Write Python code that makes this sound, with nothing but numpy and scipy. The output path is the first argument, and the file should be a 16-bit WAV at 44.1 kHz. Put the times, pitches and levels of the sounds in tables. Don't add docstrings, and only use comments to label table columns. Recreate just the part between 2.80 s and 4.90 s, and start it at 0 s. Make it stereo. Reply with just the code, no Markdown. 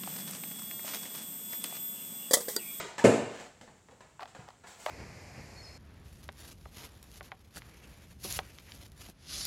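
import sys
import numpy as np
from scipy import signal
from scipy.fft import rfft, irfft
from scipy.io import wavfile
from scipy.ndimage import uniform_filter1d

SR = 44100
rng = np.random.default_rng(int(sys.argv[2]) if len(sys.argv) > 2 else 0)


def persist_wave(psi):
    counts = np.round(np.clip(psi, -1, 1) * 32767).astype(np.int16)
    wavfile.write(sys.argv[1], SR, np.atleast_2d(counts).T)


N = 92610
T = np.arange(N) / SR
BASS_HZ, TREBLE_HZ = 450, 2780
FACETS_PER_S = 2500


def amp(db):
    return 10 ** (np.asarray(db) / 20)


def decay(t, t60):
    return np.exp(-np.log(1000) * t / t60)


def read(points, hz):
    f, value = np.transpose(points)
    return np.interp(np.log(hz + 1), np.log(f + 1), value)


def add(mix, s, sound):
    at = round(s * SR)
    sound = sound[..., max(-at, 0):]
    part = mix[:, max(at, 0):][:, :sound.shape[-1]]
    part += sound[..., :part.shape[1]]


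def through(x, response):
    return signal.fftconvolve(np.atleast_2d(x), np.atleast_2d(response), axes=1)[:, :N]


def filtered(x, order, hz, kind):
    return signal.sosfilt(signal.butter(order, hz, kind, fs=SR, output="sos"), x)


def colour(x, points, bass_db=0, treble_db=0, size=4096):
    hz = abs(np.fft.fftfreq(size, 1 / SR))
    db = read(points, hz)
    db += bass_db / (1 + (hz / BASS_HZ) ** 2)
    db += treble_db * hz ** 2 / (hz ** 2 + TREBLE_HZ ** 2)
    spectrum = np.exp(np.conj(signal.hilbert(np.log(amp(db)))))
    return through(x, np.fft.ifft(spectrum).real[:size // 2])


# frequency in Hz, correlation from 0 to 1.
PORT_LIKENESS = [(200, 0.93), (400, 0.8), (750, 0.56), (1400, 0.05)]


def diffuse():
    a, b = rfft(rng.standard_normal((2, N)))
    same = read(PORT_LIKENESS, np.fft.rfftfreq(N, 1 / SR))
    return irfft(np.array([a, same * a + np.sqrt(1 - same ** 2) * b]), N)


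# frequency in Hz, 60 dB decay time in s.
ROOM_DECAY = [(80, 0.71), (220, 0.53), (2000, 0.77), (4000, 0.83), (7500, 0.67), (11000, 0.43)]


def room(early_db=5, early_s=0.029):
    hz, t, z = signal.stft(diffuse()[:, :SR], SR, nperseg=512)
    t60 = read(ROOM_DECAY, hz)[:, None]
    even_energy = np.sqrt(np.log(1000) / (t60 * SR))
    tail = signal.istft(z * decay(t, t60) * even_energy, SR)[1]
    return tail * amp(early_db * np.exp(-T[:tail.shape[1]] / early_s) + 2)


def grains(count, per_s):
    fires = rng.random(count) < per_s / SR
    return rng.standard_normal(count) * fires * np.sqrt(SR / per_s)


def contact(length, size=4096):
    snaps = grains(size, FACETS_PER_S) * np.exp(-T[:size] / length)
    snaps[0] += np.sqrt(SR / FACETS_PER_S)
    z = rfft(snaps)
    return irfft(z / np.sqrt(uniform_filter1d(abs(z) ** 2, size=31) + 1e-12))


def flex(db, hz, rise_s):
    return amp(db) * T / rise_s * np.exp(1 - T / rise_s) * np.sin(2 * np.pi * hz * T)


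# frequency in Hz, gain in dB.
TONE_SPECTRUM = [(20, -90.5), (55, -48), (120, -46.5), (750, -62), (8500, -70.5), (16000, -83)]


def room_tone():
    return colour(diffuse(), TONE_SPECTRUM)


# start in seconds, level in dB, pitch in Hz.
PAW_FALLS = [(.052, -44, 404), (.838, -57, 502), (1.125, -55, 512), (1.591, -47, 131)]


def paws():
    out = np.zeros((2, N))
    for s, db, hz in PAW_FALLS:
        add(out, s, flex(db, hz, rise_s=0.0041))
    return out + .5 * through(out, room())


# multiple of the pitch, basic 60 dB decay time in s, left gain in dB, right gain in dB.
CASE_MODES = [(1, 0.012, -5.5, 7.5), (1.45, 0.014, -16.5, -5), (2.5, 0.014, -17.5, -7.5)]
PORT_DELAY_S = 0.0006


def case_ring(hz, sustain=1, rise_s=0.00018, low_cut_hz=520, size=2048):
    t = np.maximum(T[:size] - np.array([[0], [PORT_DELAY_S]]), 0)
    ring = np.zeros((2, size))
    for k, t60, left_db, right_db in CASE_MODES:
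        ring += amp([[left_db], [right_db]]) * decay(t, t60 * sustain) * np.sin(2 * np.pi * k * hz * t)
    return filtered(ring * (1 - np.exp(-t / rise_s)), 3, low_cut_hz, "highpass")


# frequency in Hz, gain in dB.
TICK_SPECTRUM = [(100, -12.5), (400, -2.5), (1200, 9), (2700, 4.5), (4300, 2), (5600, -4.5), (8000, -12),
                 (15500, -19.5)]
# start in seconds, ring gain in dB, tick gain in dB, pitch in Hz.
CASE_CLICKS = [(1.3941, -30.5, -32, 975), (1.407, -47, -21, 765), (1.4224, -31, -23.5, 745),
               (1.4275, -35, -28, 716), (1.4305, -33, -17.5, 800), (1.4562, -34.5, -24, 810),
               (1.68, -40, -32, 850), (1.687, -32.5, -23, 770), (1.7045, -41.5, -28, 935),
               (2.0621, -29, -9, 910), (2.0628, -15.5, -14, 660), (2.095, -26, -15, 740)]
TICK_DECAY_S, RIGHT_TICK_HZ = 0.0022, 7300


def case_clicks(size=1024):
    out = np.zeros((2, N))
    for s, ring_db, tick_db, hz in CASE_CLICKS:
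        tick = rng.standard_normal((2, size)) * np.exp(-T[:size] / TICK_DECAY_S)
        tick /= np.linalg.norm(tick, axis=1, keepdims=True)
        tick[1] = filtered(tick[1], 2, RIGHT_TICK_HZ, "lowpass")
        add(out, s, amp(tick_db) * colour(tick, TICK_SPECTRUM))
        add(out, s, amp(ring_db) * case_ring(hz))
    return out


# start in seconds, length in seconds, level in dB, pitch in Hz.
CASE_RUBS = [(1.397, 0.042, -39, 770), (2.066, 0.053, -31.5, 796)]
SLIPS_PER_S, RUB_SWELL_DB, RUB_CRACKLE_DB = 4100, 5, -16


def case_rubs():
    out = np.zeros((2, N))
    for s, length, db, hz in CASE_RUBS:
        count = int(length * SR)
        swell = amp(RUB_SWELL_DB * T[:count] / length)
        slips = grains(N, SLIPS_PER_S)[:count] * signal.windows.tukey(count, .2) * swell
        crackle = colour(slips / (slips.std() + 1e-9), TICK_SPECTRUM)
        add(out, s, amp(db + RUB_CRACKLE_DB) * crackle)
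        creak = through(slips, case_ring(hz, sustain=1.1))
        add(out, s, amp(db) * creak / (creak[1, :count].std() + 1e-9))
    return out


def handling():
    close = case_clicks() + case_rubs()
    return close + amp(-9.5) * through(close.mean(0), room())


SNAP_S, SNAP_DB, SNAP_DECAY_S = 2.0613, -26, .001


def snap(size=1024):
    out = np.zeros((2, N))
    burst = rng.standard_normal((2, size)) * np.exp(-T[:size] / SNAP_DECAY_S)
    burst *= amp([[0], [-8]])
    add(out, SNAP_S, amp(SNAP_DB) * filtered(burst, 2, [6000, 12000], "bandpass"))
    return out


# start in seconds, length in seconds, pitch in Hz, relative level in dB.
SCUFF_SQUEAKS = [(.184, .017, 1720, -2), (.194, .008, 1760, 4), (.183, .029, 820, -2), (.211, .029, 935, 0)]
SQUEAK_WAVER, SQUEAK_DB = 0.025, -40


def scuff():
    out = np.zeros((2, N))
    for s, length, hz, db in SCUFF_SQUEAKS:
        count = int(length * SR)
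        waver = uniform_filter1d(rng.standard_normal(N), size=64)[:count] * np.sqrt(64)
        tone = np.sin(2 * np.pi * np.cumsum(hz * (1 + SQUEAK_WAVER * waver)) / SR)
        add(out, s, amp(SQUEAK_DB + db) * tone * signal.windows.tukey(count, .5))
    return out + amp(-4) * through(out, room())


# frequency in Hz, level in dB.
BOARD_MODES = [(117, -31.5), (221, -25), (273, -29), (343, -37.5), (389, -27), (470, -24), (541, -35.5),
               (667, -29.5)]
BOARDS_RISE_S, BOARDS_T60_S = 0.00066, 0.54


def boards():
    ring = np.zeros(N)
    for hz, db in BOARD_MODES:
        ring += amp(db) * np.sin(2 * np.pi * (hz * T + rng.random()))
    return ring * decay(T, BOARDS_T60_S) * (1 - np.exp(-T / BOARDS_RISE_S))


# start in seconds, relative level in dB, contact decay in seconds,
# treble shelf in dB, board flex level in dB, flex pitch in Hz.
THUMP_CONTACTS = [(0.2417, -5.5, 0.00043, -1.4, -27.5, 314), (0.2463, -3, 0.0031, 1.1, -12, 500)]
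# frequency in Hz, gain in dB.
THUMP_SPECTRUM = [(35, -8.5), (110, 21), (250, 31), (480, 32), (750, 24.5), (1150, 17.5), (1750, 17.5),
                  (2000, 15.5), (2700, 15), (3300, 6), (8000, 0.5), (11000, -3), (15000, -23.5)]
THUMP_DIRECT_DB = -12.5


def thump():
    out = np.zeros((2, N))
    for s, db, length, treble_db, flex_db, flex_hz in THUMP_CONTACTS:
        hit = amp(db) * contact(length)
        wet = through(hit, room(early_db=3.5))
        add(wet, 0, amp(THUMP_DIRECT_DB) * hit)
        add(out, s, colour(wet, THUMP_SPECTRUM, treble_db=treble_db))
        add(out, s, flex(flex_db, flex_hz, rise_s=0.0012))
    add(out, THUMP_CONTACTS[0][0], boards())
    return filtered(out, 2, 55, "highpass")


# time in seconds, level in dB.
SLIDE_LEVEL = [(1.84, -78.5), (1.875, -55), (1.975, -64), (1.995, -52.5), (2.05, -55.5)]
# frequency in Hz, gain in dB.
FOIL_SPECTRUM = [(100, -2.5), (900, 10.5), (2200, 5.5), (4000, 5.5), (15000, -5.5)]
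SLIDE_GRAINS_PER_S = 1300


def slide():
    level = amp(np.interp(T, *np.transpose(SLIDE_LEVEL)))
    return colour(through(level * grains(N, SLIDE_GRAINS_PER_S), room()), FOIL_SPECTRUM)


# frequency in Hz, gain in dB.
BALL_SPECTRUM = [(60, -17), (200, -5), (420, -4), (780, 1.5), (1250, -4), (1800, -3), (2600, -8.5),
                 (4000, -11.5), (7000, -18.5), (15000, -34.5)]
ROLL_START_S, ROLL_S, ROLL_DB, ROLL_ROOM_DB = 0.49, 0.2, -42, -4.5


def roll():
    swell = np.sqrt(abs(np.sin(np.pi * np.clip((T - ROLL_START_S) / ROLL_S, 0, 1))))
    ticks = amp(ROLL_DB) * swell * grains(N, FACETS_PER_S)
    wet = amp(ROLL_ROOM_DB) * through(ticks, room())
    return colour(ticks + wet, BALL_SPECTRUM, treble_db=3.5)


# start in seconds, relative level in dB, bass shelf in dB, treble shelf in dB.
BALL_KNOCKS = [(-.008, 7, -2.5, 2.5), (0.182, 4, -6.5, 1), (.191, 0, -6, 4.5), (.601, -11, 6, 4.5),
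               (.812, -14.5, 13, 7.5), (.877, -13, 5.5, -10), (1.086, -13.5, 2, -12), (1.112, -20, 6.5, 1),
               (1.207, -8, -8, -7), (1.476, -16, -10, 7), (1.549, -5, -1.5, -4.5), (1.595, -13, 6.5, -2.5),
               (1.837, -5, -4.5, -10.5), (1.869, -9.5, -13, 3)]
HIDDEN_S = 1.3
CRUMPLE_S, HIDDEN_CRUMPLE_S = 0.0025, 0.0053
KNOCK_DIRECT_DB = -7.5


def ball():
    out = np.zeros((2, N))
    for s, db, bass_db, treble_db in BALL_KNOCKS:
        hidden = s > HIDDEN_S
        hit = contact(HIDDEN_CRUMPLE_S if hidden else CRUMPLE_S)
        wet = through(hit, room(early_db=4.5))
        add(wet, 0, amp(KNOCK_DIRECT_DB) * (.5 if hidden else 1) * hit)
        add(out, s, amp(db) * colour(wet, BALL_SPECTRUM, bass_db, treble_db))
    return out


# frequency in Hz, gain in dB.
RIGHT_PORT = [(100, 4.5), (5000, 2.5), (6300, 7), (7600, 15), (9000, 5), (11000, -2.5), (15000, -7)]


def scene():
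    left, right = room_tone() + paws() + scuff() + thump() + slide() + roll() + ball()
    return np.array([left, colour(right, RIGHT_PORT)[0]]) + handling() + snap()


def record(dry):
    lowpass = signal.firwin(511, 16200, window=("kaiser", 9), fs=SR)
    return signal.oaconvolve(dry, lowpass[None], "same")


dry = scene()
out = record(dry)
persist_wave(out)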